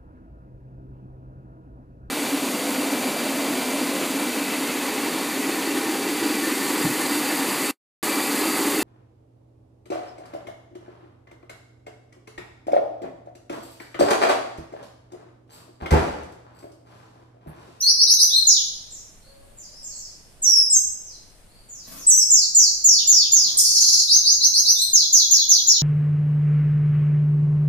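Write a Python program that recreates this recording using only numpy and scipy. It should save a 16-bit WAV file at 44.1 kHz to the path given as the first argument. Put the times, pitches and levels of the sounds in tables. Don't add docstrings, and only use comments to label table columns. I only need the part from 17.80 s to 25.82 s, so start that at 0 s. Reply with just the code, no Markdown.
import sys
import numpy as np
from scipy import signal
from scipy.fft import rfft, irfft, next_fast_len
from scipy.io import wavfile
from scipy.ndimage import uniform_filter1d, minimum_filter1d

SR = 44100
rng = np.random.default_rng(int(sys.argv[2]) if len(sys.argv) > 2 else 0)


def write(x):
    x = np.atleast_2d(x).T
    wavfile.write(sys.argv[1], SR, np.round(np.clip(x, -1, 1) * 32767).astype(np.int16))

N = 353682
FFT_SIZE = next_fast_len(N)
FFT_HZ = np.fft.rfftfreq(FFT_SIZE, 1 / SR)

# (time [s], length [s], top pitch [Hz], fall [octaves/s], level [dB])
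SLURS = [(.667, .128, 7150, 10.1, -3.5), (4.499, .13, 7500, 6.1, -3.5), (4.745, .13, 7530, 6.2, -2.5),
         (5.039, .184, 7330, 5.7, -3), (5.268, .192, 7360, 5.3, -3), (5.516, .172, 7170, 5.3, -4),
         (7.129, .106, 6980, 9.3, -3), (7.324, .11, 7000, 9.3, -3.5), (7.507, .117, 7050, 9.5, -2),
         (7.687, .108, 7150, 10.5, -3), (7.868, .11, 7190, 10.3, -3)]
# (time [s], length [s], low pitch [Hz], high pitch [Hz],
# lateness of the rise [1 = midway], level [dB], overtones [dB])
CHIPS = [(0., .024, 4800, 6150, .6, -16, -18), (.018, .096, 4260, 5930, 2.7, -12.5, -24),
         (.17, .07, 4170, 6020, 1.5, -10.5, -25), (.263, .076, 3900, 6220, .9, -12.5, -16),
         (.373, .072, 3620, 6200, .9, -12, -18), (.494, .103, 3350, 4220, .6, -15, -22),
         (6.272, .102, 3600, 6400, .85, -10.5, -23), (6.432, .116, 3780, 6660, .85, -13, -28),
         (6.6, .074, 3820, 6480, .95, -12.5, -23), (6.729, .078, 4150, 6430, 1.15, -11.5, -17),
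         (6.844, .076, 3820, 6230, 1., -12.5, -19), (6.947, .098, 3570, 4200, 1., -20.5, -7)]
# (share of its length [0-1], level [dB])
CHIP_SWELL = [(0, -15), (.25, -4.3), (.5, -2), (.72, 0), (1, -9)]
# (time [s], length [s], time on the high step [s], high pitch [Hz],
# low pitch [Hz], high level [dB], low level [dB], overtones [dB])
WHISTLES = [(2.617, .24, .002, 9000, 5950, -14, -17, -22),
            (2.896, .085, .028, 7600, 6500, -7.5, -13.5, -18),
            (4.263, .088, .03, 7900, 6120, -7.5, -15.5, -15.5),
            (4.345, .095, .045, 6300, 5600, -16.5, -18, -24)]
# (time [s], top pitch [Hz], bottom pitch [Hz], level [dB], overtones [dB])
SQUEAK = (5.771, 9300, 5000, -12, -10)
# (top pitch [Hz], bottom pitch [Hz], level [dB], overtones [dB])
RATTLE_ENDS = [(7250, 4350, -14, -21), (7300, 4100, -13.4, -27)]
# (frequency [Hz], level [dB])
BEAK_TONE = [(1900, -48), (2500, -9.5), (3200, -1.5), (4200, -0.5), (6000, -1), (7500, -4), (9000, 8.5),
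             (10500, 3), (12500, -3.5), (14500, -6)]
# (frequency [Hz], level [dB])
RASP_TONE = [(1800, -38.5), (2600, -32.5), (3400, -10.5), (4300, -4),
             (6500, 3), (8000, -8), (11000, -1), (14000, -23)]
# (time [s], length [s], level [dB])
FLUTTERS = [(4.028, .22, -43.5), (5.487, 0.4, -47.5)]
# (frequency [Hz], level [dB])
WING_TONE = [(80, -18), (170, -5), (260, -0.5), (400, -11), (650, -7.5), (850, -20), (1080, -8.5),
             (1350, -14), (3000, -18.5), (6000, -13.5)]
# (time [s], length [s], top pitch [Hz], fall [octaves/s], level [dB])
FAR_SLURS = [(1.1, .084, 7750, 7, -34), (1.765, .096, 7750, 8.6, -33.5), (2.02, .11, 7900, 7.7, -28),
             (2.13, .14, 7950, 5.8, -30), (3.245, .097, 6700, 8, -34), (3.88, .17, 7500, 5.1, -34.5),
             (4.175, .078, 7100, 8.4, -32)]
# (time [s], length [s], low pitch [Hz], high pitch [Hz],
# lateness of the rise [1 = midway], level [dB], overtones [dB])
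FAR_CHIPS = [(1.39, .11, 4100, 4500, .8, -54, -32), (1.89, .13, 4830, 5450, .8, -43.5, -17),
             (3.66, .16, 4250, 4480, .5, -56, -35)]
# (time [s], length [s], start pitch [Hz], end pitch [Hz], level [dB])
HOOTS = [(1.441, 0.24, 543, 563, -56.5), (1.675, 0.22, 577, 599, -64), (1.937, .15, 604, 603, -65.5),
         (2.559, .22, 748, 790, -59)]
# (left delay [s], right delay [s], level against the direct sound [dB])
WALL_ECHOES = [(.0036, 0.0046, -1), (0.0126, .0150, -12.5), (0.0175, 0.017, -2), (0.0242, .0270, -7)]
# (frequency [Hz], time to fade by 60 dB [s])
RING_TIMES = [(500, 0.64), (4000, 0.76), (7000, 0.61), (13000, 0.65)]
# (frequency [Hz], level [dB])
BACKGROUND_TONE = [(20, 0), (34, 6.5), (50, -9.5), (100, -5), (160, -11.5), (400, -16.5), (620, -16.5),
                   (1100, -24), (2500, -27), (4300, -29.5), (6000, -34), (9000, -23.5), (14500, -41.5)]
# (frequency [Hz], left minus right [dB])
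MIC_TILT = [(4000, 0.5), (8000, -2), (10500, 4.5), (12500, 12.5), (14500, 8)]


def bird_note(length, pitches, levels_db, overtones_db, attack_s, release_s, waver, blur):
    t = np.arange(int((length + release_s) * SR)) / SR
    glide_hz, db, unrest = (np.interp(t, np.linspace(0, length, len(curve)), curve)
                            for curve in (pitches, levels_db, np.atleast_1d(waver)))
    overtime = np.maximum(t - length, 0)
    end_slope = min((pitches[-1] - pitches[-2]) * (len(pitches) - 1) / length, 0)
    hz = uniform_filter1d(glide_hz + end_slope * overtime / 2, len(t) // 10, mode="nearest")
    hz *= 1 + unrest * wander(len(t), 350)
    phase = 2 * np.pi * np.cumsum(hz) / SR
    overtones = 0
    for multiple, strength in ((2, 1), (3, gain(-5))):
        roughness = blur * wander(len(t), 1500)
        overtones += strength * np.sin(multiple * phase + roughness) * (multiple * hz < SR / 2)
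    overtones *= gain(overtones_db + .7 * (db - db.max()) + 3 * wander(len(t), 62))
    fade_in = np.sin(np.pi / 2 * np.minimum(t / attack_s, 1)) ** 2
    fade_out = (1 - overtime / release_s) ** 2
    pressure = fade_in * fade_out * gain(db + 2.5 * wander(len(t), 160))
    return np.sqrt(2) * pressure * (np.sin(phase) + overtones)


def slurs(notes, accent_db, fade_db_per_octave, end_fade_db, overtones_db, waver, fray, attack_s):
    out = np.zeros(N)
    accent_s, break_s, extra_octaves_per_s = .014, .14, 6
    for start, length, top_hz, fall, db in notes:
        age = length * progress()
        octaves = fall * age + extra_octaves_per_s * np.maximum(age - break_s, 0)
        push_db = db - accent_db * (1 - np.exp(-age / accent_s))
        levels_db = push_db - fade_db_per_octave * octaves - end_fade_db * progress() ** 8
        add(out, start, bird_note(length, top_hz / 2 ** octaves, levels_db, overtones_db, attack_s,
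                                  release_s=.03, waver=waver + fray * octaves ** 2, blur=.7))
    return out


def chips(notes, waver, rise_share=.88):
    out = np.zeros(N)
    swell_db = np.interp(progress(), *np.transpose(CHIP_SWELL))
    rise = np.minimum(progress() / rise_share, 1)
    for start, length, low_hz, high_hz, lateness, db, overtones_db in notes:
        pitches = low_hz + (high_hz - low_hz) * np.sin(np.pi / 2 * rise ** lateness) ** 2
        add(out, start, bird_note(length, pitches, db + swell_db, overtones_db,
                                  attack_s=.011, release_s=.006, waver=waver, blur=.55))
    return out


def whistles(step_s=.008, sag_hz_per_s=3700, end_fade_db=16):
    out = np.zeros(N)
    for start, length, hold, high_hz, low_hz, high_db, low_db, overtones_db in WHISTLES:
        age = length * progress()
        high_share = np.exp(-np.maximum(age - hold, 0) / step_s)
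        pitches = low_hz + (high_hz - low_hz) * high_share - sag_hz_per_s * age
        levels_db = low_db + (high_db - low_db) * high_share - end_fade_db * progress() ** 8
        add(out, start, bird_note(length, pitches, levels_db, overtones_db,
                                  attack_s=.011, release_s=.01, waver=.013, blur=.55))
    return out


def rattle(first_chirp_s=5.831, spacing_s=.0578, chirp_s=.022, count=7, rebound_db=-6):
    out = np.zeros(N)
    chirps = np.c_[first_chirp_s + spacing_s * np.arange(count), np.linspace(*RATTLE_ENDS, count)]
    for start, top_hz, bottom_hz, db, overtones_db in [SQUEAK, *chirps]:
        pitches = (top_hz, np.sqrt(top_hz * bottom_hz), bottom_hz)
        for delay, peak_db in ((0, db), (chirp_s, db + rebound_db)):
            add(out, start + delay, bird_note(chirp_s, pitches, (peak_db, peak_db - 2), overtones_db,
                                              attack_s=.0015, release_s=.0027, waver=.025, blur=2))
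    return out


def rasp(voice, db):
    strength = np.sqrt(np.abs(uniform_filter1d(voice ** 2, size=128)))
    hiss = shape_tone(rng.standard_normal(N), RASP_TONE)
    return gain(db) * strength * normalize(hiss)


def wings(beats_per_s=24):
    effort = np.zeros(N)
    for start, length, db in FLUTTERS:
        t = np.arange(int(length * SR)) / SR
        beats = 1 + np.sin(2 * np.pi * beats_per_s * t)
        add(effort, start, gain(db) * np.sin(np.pi * t / length) * beats)
    return effort * normalize(shape_tone(rng.standard_normal(N), WING_TONE))


def hoots():
    out = np.zeros(N)
    for start, length, start_hz, end_hz, db in HOOTS:
        add(out, start, bird_note(length, (start_hz, end_hz), (db, db), overtones_db=-13.5,
                                  attack_s=.011, release_s=.0303, waver=.012, blur=0))
    return out


def room(sound, direct_db, corner_db, tail_db, corner_ring_s=.14, build_s=.014, right_lag_s=.00007):
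    t = np.arange(SR) / SR
    hz = np.fft.rfftfreq(SR, 1 / SR)
    noise_spectrum = rfft(rng.standard_normal((2, SR)))
    band_hz, ring_times = np.transpose(RING_TIMES)
    tail = 0
    for ring_s, one_band in zip(ring_times, np.eye(len(band_hz))):
        band = read_curve(np.c_[band_hz, one_band], hz)
        tail += irfft(noise_spectrum * band, SR) * gain(-60 * t / ring_s)
    corner = rng.standard_normal((2, SR)) * gain(-60 * t / corner_ring_s)
    build_up = 1 - np.exp(-t / build_s)
    echoes = gain(tail_db) * normalize(tail * build_up) + gain(corner_db) * normalize(corner * build_up)
    echoes /= np.sqrt(SR)
    for left_s, right_s, db in [(0, right_lag_s, 0), *WALL_ECHOES]:
        echoes[[0, 1], [int(left_s * SR), int(right_s * SR)]] += gain(direct_db + db)
    return signal.fftconvolve(sound[None], echoes, axes=1)[:, :N]


def background(db=-51.7):
    middle, side = shape_tone(rng.standard_normal((2, N)), BACKGROUND_TONE)
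    side = shape_tone(side, [(60, -6), (150, -8.5), (500, -5.5), (1000, -1)])
    return normalize(np.array([middle + side, middle - side])) * gain(db)


def gain(db):
    return 10 ** (np.asarray(db) / 20)


def normalize(sound):
    return sound / np.sqrt(np.mean(sound ** 2))


def read_curve(points, hz):
    point_hz, values = np.transpose(points)
    return np.interp(np.log(hz + 1), np.log(point_hz), values)


def shape_tone(sound, points):
    return irfft(rfft(sound, FFT_SIZE) * gain(read_curve(points, FFT_HZ)), FFT_SIZE)[..., :N]


def wander(size, turns_per_s):
    return np.interp(np.arange(size) * turns_per_s / SR, np.arange(1024), rng.standard_normal(1024))


def progress():
    return np.linspace(0, 1, 41)


def add(track, start_s, sound):
    first = max(int(start_s * SR), 0)
    track[first:first + len(sound)] += sound[:N - first]


def scene():
    song = slurs(SLURS, accent_db=5.5, fade_db_per_octave=17.5, end_fade_db=4,
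                 overtones_db=-20.5, waver=.02, fray=.045, attack_s=.006)
    song += chips(CHIPS, waver=.016) + whistles()
    chatter = rattle()
    hiss = rasp(song, db=-36) + rasp(chatter, db=-15)
    near_bird = shape_tone(song + chatter, BEAK_TONE) + hiss + wings()
    near = room(near_bird, direct_db=-6, corner_db=-2.2, tail_db=-.9)
    far_bird = slurs(FAR_SLURS, accent_db=2.5, fade_db_per_octave=13, end_fade_db=5,
                     overtones_db=-23, waver=.03, fray=.03, attack_s=.012)
    far_bird += chips(FAR_CHIPS, waver=.04)
    far = room(far_bird + hoots(), direct_db=-17, corner_db=-9.5, tail_db=-1)
    return near + far + background()


def record(dry, ceiling=.9, cutoff_hz=14600):
    tilt_db = read_curve(MIC_TILT, FFT_HZ) / 2
    heard = irfft(rfft(dry, FFT_SIZE) * gain([tilt_db, -tilt_db]), FFT_SIZE)[:, :N]
    safe_gain = ceiling / np.maximum(np.abs(heard).max(axis=0), ceiling)
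    limited = heard * uniform_filter1d(minimum_filter1d(safe_gain, size=301), size=301)
    treble_cut = 1 / np.sqrt(1 + (FFT_HZ / cutoff_hz) ** 400)
    return irfft(rfft(limited, FFT_SIZE) * treble_cut, FFT_SIZE)[:, :N]


dry = scene()
out = record(dry)
write(out)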